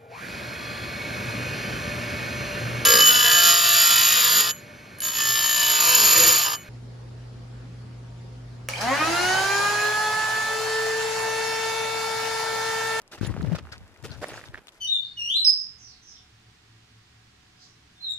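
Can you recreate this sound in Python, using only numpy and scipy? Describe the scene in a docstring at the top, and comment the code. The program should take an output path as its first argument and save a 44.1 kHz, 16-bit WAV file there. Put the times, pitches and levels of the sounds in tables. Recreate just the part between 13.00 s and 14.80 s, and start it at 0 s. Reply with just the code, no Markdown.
"""On a snow slope at night, spiked boots crunch into firm snow close below a small two-port microphone.
Crunches are bursts of random grain breaks in four sizes, each exciting resonances of its own.
Crust cracks, sole knocks, ice ticks and a stick-slip creak are short rings with noise splinters.
Metal gear clinks on decaying modes, and a thin squeak is a gliding tone roughened by noise. Low thumps,
mostly wind and a few thuds of snow, are short swings with rumble at each port; still air is shaped noise."""
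import sys
import numpy as np
from scipy import signal
from scipy.fft import rfft, irfft
from scipy.io import wavfile
from scipy.ndimage import uniform_filter1d, map_coordinates

SR = 44100
rng = np.random.default_rng(int(sys.argv[2]) if len(sys.argv) > 2 else 0)


def digitize_waveform(pressure):
    """Quantize a signal to 16-bit integers and store it at the path in sys.argv[1].

    Rows of a 2-D input are taken as channels; values are limited to [-1, 1].
    """
    field = np.atleast_2d(pressure).T
    bounded = np.clip(field, -1, 1)
    quanta = np.round(bounded * 32767).astype(np.int16)
    wavfile.write(sys.argv[1], SR, quanta)


N = 79380


def undb(db):
    """Logarithmic level: decibels to amplitude gain."""
    return 10 ** (np.asarray(db) / 20)


def unit(x):
    """Normalization: scale to rms 1."""
    return x / np.sqrt(np.mean(x ** 2))


def ring(x, hz, width_hz):
    """Resonance: a band-pass whose Q is centre frequency over bandwidth."""
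    b, a = signal.iirpeak(min(hz, 0.45 * SR), hz / width_hz, fs=SR)
    return signal.lfilter(b, a, x)


def add(out, at_s, wave, pan_db=0, lag=0):
    """Interaural-style cues: place a sound by level difference (L-R) and right-port lag in samples."""
    for channel, sign in enumerate((1, -1)):
        start = max(int(at_s * SR - sign * lag / 2), 0)
        out[channel, start:start + len(wave)] += wave[:N - start] * undb(sign * pan_db / 2)


# spectrum of the air noise: (frequency [Hz], relative density level [dB per Hz])
AIR_SPECTRUM = [(15, -42), (25, 22.5), (64, -3.5), (129, -2.5), (433, -4), (826, -6), (2300, -14.5),
                (5280, -26.5), (12800, -35), (15500, -51)]
AIR_DB = -56.5  # rms ahead of the microphone's low cut


def air():
    """Partial coherence: still mountain air is shaped noise, less alike left and right in the treble."""
    hz = np.fft.rfftfreq(N, 1 / SR).clip(1)
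    knot_hz, knot_db = np.array(AIR_SPECTRUM).T
    gain = undb(np.interp(np.log(hz), np.log(knot_hz), knot_db))
    mid, side = rfft(rng.standard_normal((2, N))) * gain
    wide = np.clip(hz / 2500, 0.3, 1)
    stereo = irfft(np.array([mid + wide * side, mid - wide * side]), N)
    return undb(AIR_DB) * unit(stereo)


THUMP_SAG = 0.18  # fall in pitch across a thump, as a fraction of its centre frequency
THUMP_EDGE = 0.13  # octave overtone, relative amplitude
THUMP_SPREAD_RAD = 0.63  # random scatter of phase
RUMBLE_DB, RUMBLE_HZ = -15, 74  # level relative to the thump, centre of the band
RUMBLE_S = 0.029  # time for the trailing rumble's power to fall by a factor e
# low thumps at each port: mostly wind; the right-port ones above 190 Hz are low crunch thuds of the snow.
# Length is the full width at about 61 % of the envelope's peak:
# (centre time [s], peak level [dB], frequency at centre [Hz], length [ms])
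LEFT_PORT_THUMPS = [(0.19, -37, 88, 15.5), (0.214, -13, 180, 3.7), (0.235, -19, 94, 9.9),
                    (0.251, -20.5, 119, 3.8), (0.268, -25, 74, 5.9), (0.278, -19.5, 133, 7.1),
                    (0.304, -16.5, 90, 19), (0.321, -22.5, 83.6, 13), (0.352, -24.5, 167, 8.4),
                    (0.38, -18.5, 103, 3), (0.4, -31.5, 91, 15), (0.413, -22, 87, 9),
                    (0.423, -14.5, 106, 2.8), (0.442, -16.5, 168, 13), (0.477, -15, 129, 12.6),
                    (0.488, -17, 133.4, 17.5), (0.521, -15, 162, 8.2), (0.533, -14.5, 168, 10.5),
                    (0.546, -22.5, 171, 13), (0.56, -35, 153, 8), (0.612, -30, 145, 3.8),
                    (0.63, -31.5, 117, 5.8), (0.643, -39, 89, 7.4), (0.693, -40, 71, 13),
                    (0.722, -34.5, 100, 7.4), (0.753, -38, 75, 6.9), (0.776, -37, 93, 8.7),
                    (0.815, -37, 106, 6.9), (0.833, -37, 76, 7.9), (0.92, -50, 95, 38),
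                    (1.001, -42.5, 81, 25), (1.036, -30.5, 112, 11.3), (1.056, -31, 105.6, 10),
                    (1.088, -38, 122, 37), (1.101, -30.5, 108, 7), (1.112, -28.5, 130, 14),
                    (1.136, -36.5, 118, 14), (1.151, -35.5, 77.5, 16), (1.165, -34, 105, 6.2),
                    (1.184, -33.5, 75, 7.1), (1.197, -32, 109, 19), (1.211, -31.5, 97, 6.7),
                    (1.304, -43, 93, 8.9), (1.324, -39.5, 130, 15), (1.37, -44, 110, 48),
                    (1.472, -41.5, 118, 8.4), (1.496, -36.5, 117, 12), (1.544, -39.5, 71, 14)]
RIGHT_PORT_THUMPS = [(0.26, -43, 161, 12), (0.328, -34, 93, 14), (0.4, -20.5, 135, 3.9),
                     (0.441, -25, 97, 5.1), (0.467, -40, 150, 20), (0.5, -29.5, 54, 5.3),
                     (0.517, -25, 227, 2.9), (0.529, -36, 196, 11), (0.552, -39, 230, 6),
                     (0.588, -38, 198, 4.6), (0.653, -37.5, 80, 65), (0.731, -42.5, 86, 11),
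                     (0.786, -42, 67, 20), (0.813, -38.5, 70.5, 14), (0.842, -46.5, 67.4, 59),
                     (1.325, -43.5, 168, 10), (1.434, -39, 140, 3.5), (1.497, -42, 79, 21),
                     (1.545, -39, 57.5, 30), (1.587, -47, 58, 30)]


def low_thumps(table):
    """Pressure pulses at one port: each thump pushes, then sucks, sagging in pitch with rumble behind."""
    t, thumps, power = np.arange(N) / SR, 0, 0
    for (at, db, hz, ms), scatter in zip(table, rng.standard_normal(len(table))):
        since = t - at
        half = ms / 1400  # s from the centre to 1/e of the peak
        sag = 1 - THUMP_SAG * np.tanh(since / half) / 2
        phase = 2 * np.pi * hz * since * sag + THUMP_SPREAD_RAD * scatter
        swings = np.sin(phase) + THUMP_EDGE * np.cos(2 * phase)
        thumps = thumps - undb(db) * np.exp(-(since / half) ** 2) * swings
        fade = np.where(since < 0, half, RUMBLE_S)
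        power = power + undb(2 * db) * np.exp(-(since / fade) ** 2)
    noise = rng.standard_normal(N)
    rumble = unit(ring(ring(noise, RUMBLE_HZ, 102), RUMBLE_HZ, 156))
    return thumps + undb(RUMBLE_DB) * np.sqrt(power) * rumble


def mode(hz, db, t60):
    """Modal decay: a sine that falls 60 dB in t60 seconds."""
    t = np.arange(6000) / SR
    return undb(db - 60 * t / t60) * np.sin(2 * np.pi * hz * t)


# modes of two pieces of metal gear: (frequency [Hz], relative level [dB], t60 [s])
BUCKLE_MODES = [(7020, 0, 0.027), (10420, -1.5, 0.04), (12530, -18, 0.079), (14940, -18, .09)]
SPIKE_MODES = [(5100, -8, 0.028), (7800, -10, .02), (9400, 2, 0.014), (14400, -15, .05)]
# blows on each piece: (time [s], level [dB])
BUCKLE_BLOWS = [(.266, -38.5), (0.271, -40.5)]
SPIKE_BLOWS = [(1.2841, -35.5)]
# small pings of gear: (time [s], level [dB], frequency [Hz], t60 [s])
GEAR_PINGS = [(1.455, -51, 3670, 0.085)]


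def metal():
    """Modal superposition: a blow on the gear starts all modes of the piece together."""
    out = np.zeros((2, N))
    for modes, blows in ((BUCKLE_MODES, BUCKLE_BLOWS), (SPIKE_MODES, SPIKE_BLOWS)):
        clink = sum(mode(*m) for m in modes)
        for at, db in blows:
            add(out, at, undb(db) * clink, 0, 1)
    for at, db, hz, t60 in GEAR_PINGS:
        add(out, at, mode(hz, db, t60), 1, 2)
    return out


# glide of a thin snow squeak: (time [s], frequency [Hz], rms level of the roughness [dB])
SQUEAK_GLIDE = [(1.325, 6500, -80), (1.33, 6430, -53.5), (1.355, 6630, -53), (1.385, 7200, -59),
                (1.4, 7150, -80)]


def squeak():
    """Amplitude modulation: low-frequency noise multiplies a gliding sine and makes it rough."""
    t = np.arange(N) / SR
    at, hz, db = np.array(SQUEAK_GLIDE).T
    rough = unit(ring(rng.standard_normal(N), 28, 90))
    tone = np.sin(2 * np.pi * np.cumsum(np.interp(t, at, hz)) / SR)
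    return undb(np.interp(t, at, db, -140, -140)) * rough * tone


LAG_PER_DB = 1.23  # samples of right-port lag per dB of L-R
SNAP_DIP_RAD = 1.35  # a snap dips briefly before its first peak
SPLINTER_S = 0.0037  # splinter noise falls by a factor e
# splinter peak relative to the ring's envelope peak, dB
CRACK_SPLINTER_DB, KNOCK_SPLINTER_DB, TICK_SPLINTER_DB = -20, -15.5, -11.5


def snaps(table, splinter_db):
    """Damped oscillation: short rings swell and fade within a few cycles, with a burst of splinters."""
    out, t = np.zeros((2, N)), np.arange(1200) / SR
    noises = rng.standard_normal((len(table), len(t)))
    for (at, db, hz, pan_db, cycles), noise in zip(table, noises):
        swell = 1 - np.exp(-t * hz * 4.7 / max(cycles, 1))
        env = swell * np.exp(-t * hz / max(cycles, 0.3))
        tone = env / env.max() * np.sin(2 * np.pi * hz * t - SNAP_DIP_RAD)
        splinters = ring(noise * np.exp(-t / SPLINTER_S), min(1.3 * hz, 9000), 0.78 * hz)
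        wave = tone + undb(splinter_db) * splinters / abs(splinters).max()
        add(out, at, undb(db) * wave, pan_db, LAG_PER_DB * pan_db)
    return out


CREAK_S, CREAK_LENGTH_S, CREAK_GAP_S = 1.093, 0.072, 0.0048  # start, length, mean gap between jerks
CREAK_HZ, CREAK_DB, CREAK_CYCLES = 1504, -46, 3.3  # mean ring, mean peak level, decay in cycles


def creak():
    """Stick-slip: the loaded sole slips in small, nearly even jerks."""
    times = np.arange(CREAK_S, CREAK_S + CREAK_LENGTH_S, CREAK_GAP_S)
    jerks = []
    for at in times:
        late, loud, sharp = rng.standard_normal(3)
        jerks.append((at + 0.00101 * late, CREAK_DB + 1.6 * loud,
                      CREAK_HZ * (1 + 0.035 * sharp), -1.5, CREAK_CYCLES))
    return snaps(jerks, CRACK_SPLINTER_DB)


# ice ticks: (time [s], peak level [dB], ring [Hz], L-R [dB], decay by a factor e [cycles])
ICE_TICKS = [(0.018, -36, 5670, 2, 0.82), (0.078, -39.5, 5400, 4, 1.1), (0.1836, -41, 3430, 0, 1.2),
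             (0.2485, -28, 3550, -2, 2.5), (0.2521, -34.5, 4000, 0, 2.9), (0.3028, -44, 3800, 0, 1.7),
             (0.3858, -48, 3800, -2, 1.3), (0.3935, -51, 4500, 0, 0.9), (0.4196, -38.5, 6450, 1, 1.3),
             (0.4276, -36.5, 3960, 0.5, 1.7), (0.4479, -41, 3940, -1.5, 0.87),
             (0.4624, -36.5, 3530, 0.5, 0.82), (0.4825, -42, 5200, 4, 1), (0.527, -39, 2980, -2, 1.1),
             (0.5538, -33, 2570, 4, 2.7), (0.5915, -34.5, 2800, -3, 1.5), (0.6523, -45, 2900, 2, 1.8),
             (0.722, -36, 4540, 5, 5.4), (0.7243, -35, 4960, 5.5, 4), (0.7264, -36, 4940, 5.5, 4.8),
             (0.7308, -37, 4570, 4, 4), (0.7548, -44, 3500, 0, 1.5), (0.7805, -37, 4500, 4, 1.4),
             (0.8789, -44, 4480, 4.5, 0.84), (0.942, -49, 5620, 5, 1.3), (0.975, -47, 5210, 11, 0.96),
             (1.0268, -42, 5100, 10.5, 0.89), (1.1063, -41, 4300, 8, 3), (1.1158, -37.5, 4370, 12.5, 7.4),
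             (1.1213, -42, 4000, 10, 2.8), (1.13, -44, 4870, 6.5, 3), (1.1872, -46, 4500, -2.5, 1),
             (1.24, -34, 5040, 3.5, 0.9), (1.3, -37, 2640, -3, 1.6), (1.4056, -40, 3750, 5, 1.2),
             (1.4858, -38.5, 3500, 5, 2), (1.5418, -46, 3550, 3, 1.9), (1.5565, -47, 3720, -2.5, 2.4),
             (1.5768, -44, 3340, -2, 3.3), (1.6709, -34.5, 2620, 6, 0.54), (1.6714, -39, 7200, 3, 1.5),
             (1.6832, -34.5, 3550, 5, 2.6), (1.6906, -34.5, 3330, -3, 1.2), (1.722, -47, 5230, 4.5, 1.4),
             (1.7457, -50, 5210, 5.5, 1.4)]


def ticks():
    """Small resonators ring high: ice ticks with the strongest splinters."""
    return snaps(ICE_TICKS, TICK_SPLINTER_DB)


# dull knocks of the sole: (time [s], peak level [dB], ring [Hz], L-R [dB], decay by a factor e [cycles])
SOLE_KNOCKS = [(0.144, -38, 397, -2, 1.3), (0.231, -32, 332, 21.5, 1.02), (0.249, -38, 382, 22, 0.83),
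               (0.295, -36.5, 310, 24, 2.2), (0.3653, -23.5, 520, 1.5, 0.58), (0.397, -36, 404, -11, 2),
               (0.426, -34, 475, 7, 1.7), (0.447, -32.5, 570, 6, 1.7), (0.4718, -34, 500, -4, 1),
               (0.5003, -33.5, 540, 2, 1.2), (0.514, -36, 563, 6, 0.62), (0.5207, -27.5, 604, 3, 1.4),
               (0.5488, -26, 570, 2, 1.16), (0.585, -35.5, 463, 3, 1.8), (1.044, -39, 445, 1, 3.8),
               (1.055, -37.5, 410, -6, 1.7), (1.2165, -35, 610, 0, 1.9), (1.225, -28.5, 620, 3, 1),
               (1.2295, -26, 500, -2, 1.4), (1.235, -31.5, 605, 1, 1), (1.2415, -20, 560, -1.5, 0.66),
               (1.288, -36, 560, -1, 2.5), (1.321, -36, 437, -1.5, 1.6), (1.339, -40, 584, 1, 2.3),
               (1.373, -39, 630, 0, 2.2), (1.413, -44.5, 500, 1, 3.1)]


def knocks():
    """Heavily damped low resonance: dull knocks of the sole."""
    return snaps(SOLE_KNOCKS, KNOCK_SPLINTER_DB)


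# crust cracks: (time [s], peak level [dB], ring [Hz], L-R [dB], decay by a factor e [cycles])
CRUST_CRACKS = [(0.1269, -36.5, 1440, -0.5, 2.8), (0.1798, -55, 1410, -8, 1.4), (0.2118, -33, 1510, 0, 1.8),
                (0.2603, -33.5, 1800, 0, 2.6), (0.2885, -38.5, 1960, -4.5, 3.9),
                (0.2938, -37.5, 1340, 0, 1.7), (0.3015, -37, 930, 0, 1.7), (0.3235, -39, 1300, 1, 1),
                (0.3404, -27.5, 1230, -1, 0.63), (0.3654, -29, 1200, 2.5, 0.45), (0.3755, -32, 1150, 3, .8),
                (0.41, -27.5, 1400, -4, 1.1), (0.4289, -44, 1220, -7, 1.7), (0.45, -35, 1350, -11, 1.3),
                (0.4732, -34, 2200, -2, 0.99), (0.5014, -44, 890, -18, 0.97), (0.5645, -33, 1360, 4, 2.7),
                (0.5863, -34.5, 1280, -5, 2.4), (0.653, -38, 1180, 2, 1.2), (0.6709, -34.5, 1390, -3, 1.05),
                (0.6905, -38.5, 1380, -0.5, 0.9), (0.7228, -38.5, 1500, 0, 4),
                (0.7325, -35.5, 1470, -2.0, 2.9), (0.8711, -48, 1010, -4, 1.1),
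                (0.9619, -42, 2090, 4.5, 1.5), (1.027, -51, 1270, 5, 1.5), (1.047, -38, 1340, -3, 5.8),
                (1.186, -41, 1000, -2, 0.65), (1.2255, -33, 1530, -3, 3.8),
                (1.2388, -31.5, 1830, -2.5, 3.1), (1.2432, -27, 1740, -7, 2.7),
                (1.289, -42, 904, -3.0, 1.6), (1.319, -30, 1410, 0, 0.68), (1.3252, -35, 1200, -4, 0.82),
                (1.3412, -30.5, 1690, -3.5, 1.8), (1.3835, -40, 1480, 0, 2), (1.3774, -30, 1640, -3.5, 1.9),
                (1.4136, -33.5, 1870, -4, 1.8), (1.4394, -32.5, 1780, -5.5, 1.9),
                (1.5417, -40, 1760, -1, 1.5), (1.5443, -24, 1696, -3, 2.6),
                (1.5554, -30.5, 1740, -4.0, 1.9), (1.5751, -36, 1620, -5, 2),
                (1.5827, -37.5, 1500, -9.5, 1.1), (1.5916, -42, 1640, -5, 1.6), (1.683, -45, 1290, -3, 1.1)]


def cracks():
    """Brittle fracture: the crust cracks with a short mid-frequency ring."""
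    return snaps(CRUST_CRACKS, CRACK_SPLINTER_DB)


LARGEST = 1.46  # cap on the exponentially distributed grain size, in units of its uncapped mean


def grains(rate, scatter_db, rings):
    """Shot noise: random breaks of uneven size and sign, each ringing one resonance."""
    out = 0
    for hz, width, db in rings:
        chance, polarity, draw = rng.random((3, N))
        size = np.minimum(-np.log(1 - draw), LARGEST)
        breaks = chance < rate / len(rings) / SR
        hits = breaks * np.sign(polarity - 0.5) * undb(scatter_db * size)
        out = out + undb(db) * unit(ring(ring(hits, hz, width), hz, 2 * width))
    return unit(out)


ATTACK_S, RELEASE_S = 0.0095, 0.011  # linear rise; fall by a factor e
CLUMP_HZ, CLUMP_DB = 151, 1.5  # fastest swing of the shared level, its rms scatter
# bursts of breaking snow: (start [s], length [s], coarse, medium, fine, finest grain levels [dB],
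# right-port lag [samples], L-R [dB])
SNOW_CRUNCHES = [(0.111, 0.046, -47.5, -49.5, -48, -55, 4, 1.5),
                 (0.17, 0.021, -52.5, -50, -54.5, -67, 4.5, 1.5),
                 (0.205, 0.066, -47, -49.5, -50, -57, -3.5, -2),
                 (0.22, 0.043, -46.5, -49, -45.5, -62, 2, -2.5),
                 (0.259, 0.066, -47, -52, -56.5, -64, 3, 0.5), (.33, 0.18, -50, -54.5, -57.5, -68, 4, 0.5),
                 (0.512, 0.021, -45, -48, -50, -62, -1, -2.5),
                 (0.544, 0.017, -43, -43, -42.5, -57, -3.5, -1),
                 (0.577, 0.0095, -42, -44.5, -45.5, -61, 1, -0.5),
                 (0.616, .09, -55.5, -58.5, -63.5, -71.5, 6, 0.5),
                 (0.714, 0.018, -51, -41, -45, -63.5, 7.5, 4),
                 (0.732, 0.029, -52.5, -52, -59.5, -69, 7, 2.5),
                 (0.762, 0.29, -63.5, -65, -67, -74, 5.5, 0.5),
                 (1.035, 0.026, -42, -48.5, -45.5, -50.5, 1.5, 3),
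                 (1.07, 0.087, -51, -59, -55.5, -66.5, 3.5, 0.5),
                 (1.112, 0.026, -49, -67, -53, -67, 8, 0.5), (1.163, 0.12, -58, -64, -58.5, -66, 4.5, 2),
                 (1.21, 0.027, -42.5, -43.5, -48.5, -52, 2, -1),
                 (1.224, 0.019, -38, -39.5, -47, -56, -1.5, -0.5),
                 (1.254, 0.05, -47.5, -53, -52.5, -59, 6, 2), (1.284, .11, -48, -48.5, -50, -58.5, 3, 1),
                 (1.395, 0.087, -54.5, -58, -58, -64, 1.5, 1), (1.45, 0.0076, -64, -72, -50, -74, 6, -0.5),
                 (1.486, 0.036, -62, -64, -65, -72, -5, 1), (1.528, 0.06, -54, -54.5, -61, -68.5, -1.5, 0),
                 (1.596, 0.065, -75, -69, -72, -72.5, 3, -1), (1.675, 0.01, -71, -57, -60, -63, 11, 4),
                 (1.715, 0.068, -76, -65.5, -65.5, -68.5, 8, 2)]
# grain sizes, coarse to finest: (rate [grains/s], level scatter [dB per unit of size],
# scattered amplitude share [0-1], [(ring [Hz], width of the first of two filters [Hz], relative level [dB])])
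GRAIN_SIZES = [(730, 3.2, 0.11, [(292, 282, 5.5), (454, 320, -4), (625, 187, -3), (862, 270, 0)]),
               (651, 2.6, 0.24, [(1300, 540, -0.5), (1453, 610, 1), (1790, 290, -2), (2090, 970, 0.5)]),
               (1548, 2.9, 0.73, [(2700, 840, 5), (3650, 1200, 3.5), (4860, 1630, 4.5),
               (6050, 2500, -2.5)]), (5420, 3.1, 1, [(6950, 3900, 6.5), (9620, 2900, 2), (11300, 1900, 0),
               (14100, 2000, -10)])]
# the housing shades the ports unevenly, one entry per grain size: (L-R [dB])
HOUSING_SHADE = [-1, -3, 1, 1]


def crunch():
    """Superposed fracture bursts: each rises, holds and dies; some grains arrive from scattered places."""
    t, rows, out = np.arange(N) / SR, np.array(SNOW_CRUNCHES, float), 0
    since = t - rows[:, :1]
    rise = np.clip(since / ATTACK_S, 0, 1)
    shape = rise * np.exp(-np.clip(since - rows[:, 1:2], 0, None) / RELEASE_S)
    # the latest burst to start sets the direction
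    latest = np.searchsorted(rows[:, 0], t).clip(1) - 1
    lag, pan_db = (uniform_filter1d(rows[latest, k], size=200) for k in (6, 7))
    b, a = signal.butter(2, CLUMP_HZ, fs=SR)
    slow = unit(signal.lfilter(b, a, rng.standard_normal(N)))
    clumps = unit(undb(CLUMP_DB * slow))  # grains of all sizes give way together
    for k, (rate, scatter_db, share, rings) in enumerate(GRAIN_SIZES):
        env = np.sqrt(undb(2 * rows[:, 2 + k]) @ shape ** 2)  # bursts add in power
        spot, left, right = (grains(rate, scatter_db, rings) for _ in range(3))
        late = map_coordinates(spot, [np.arange(N) - lag], mode="mirror")
        share = np.clip(share, 0, 1)
        shade = undb(HOUSING_SHADE[k] * np.array([[0.5], [-0.5]]))
        direct = np.sqrt(1 - share ** 2) * np.array([spot, late])
        scattered = share * np.array([left, right])
        out = out + env * shade * (direct + scattered)
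    return out * clumps * undb(np.array([pan_db, -pan_db]) / 2)


def scene():
    """Linear superposition: air, low thumps, gear and snow add as pressures."""
    thumps = np.array([low_thumps(LEFT_PORT_THUMPS), low_thumps(RIGHT_PORT_THUMPS)])
    gear = metal()
    snow = squeak() + creak() + ticks() + knocks() + cracks() + crunch()
    return air() + thumps + gear + snow


def record(dry):
    """Band limiting: the microphone drops the deep bass; the recorder cuts the top."""
    low_cut = signal.butter(2, 62.5, "high", fs=SR, output="sos")
    top_cut = signal.ellip(8, 0.2, 70, 15600, fs=SR, output="sos")
    return signal.sosfilt(top_cut, signal.sosfilt(low_cut, dry))


dry = scene()
out = record(dry)
digitize_waveform(out)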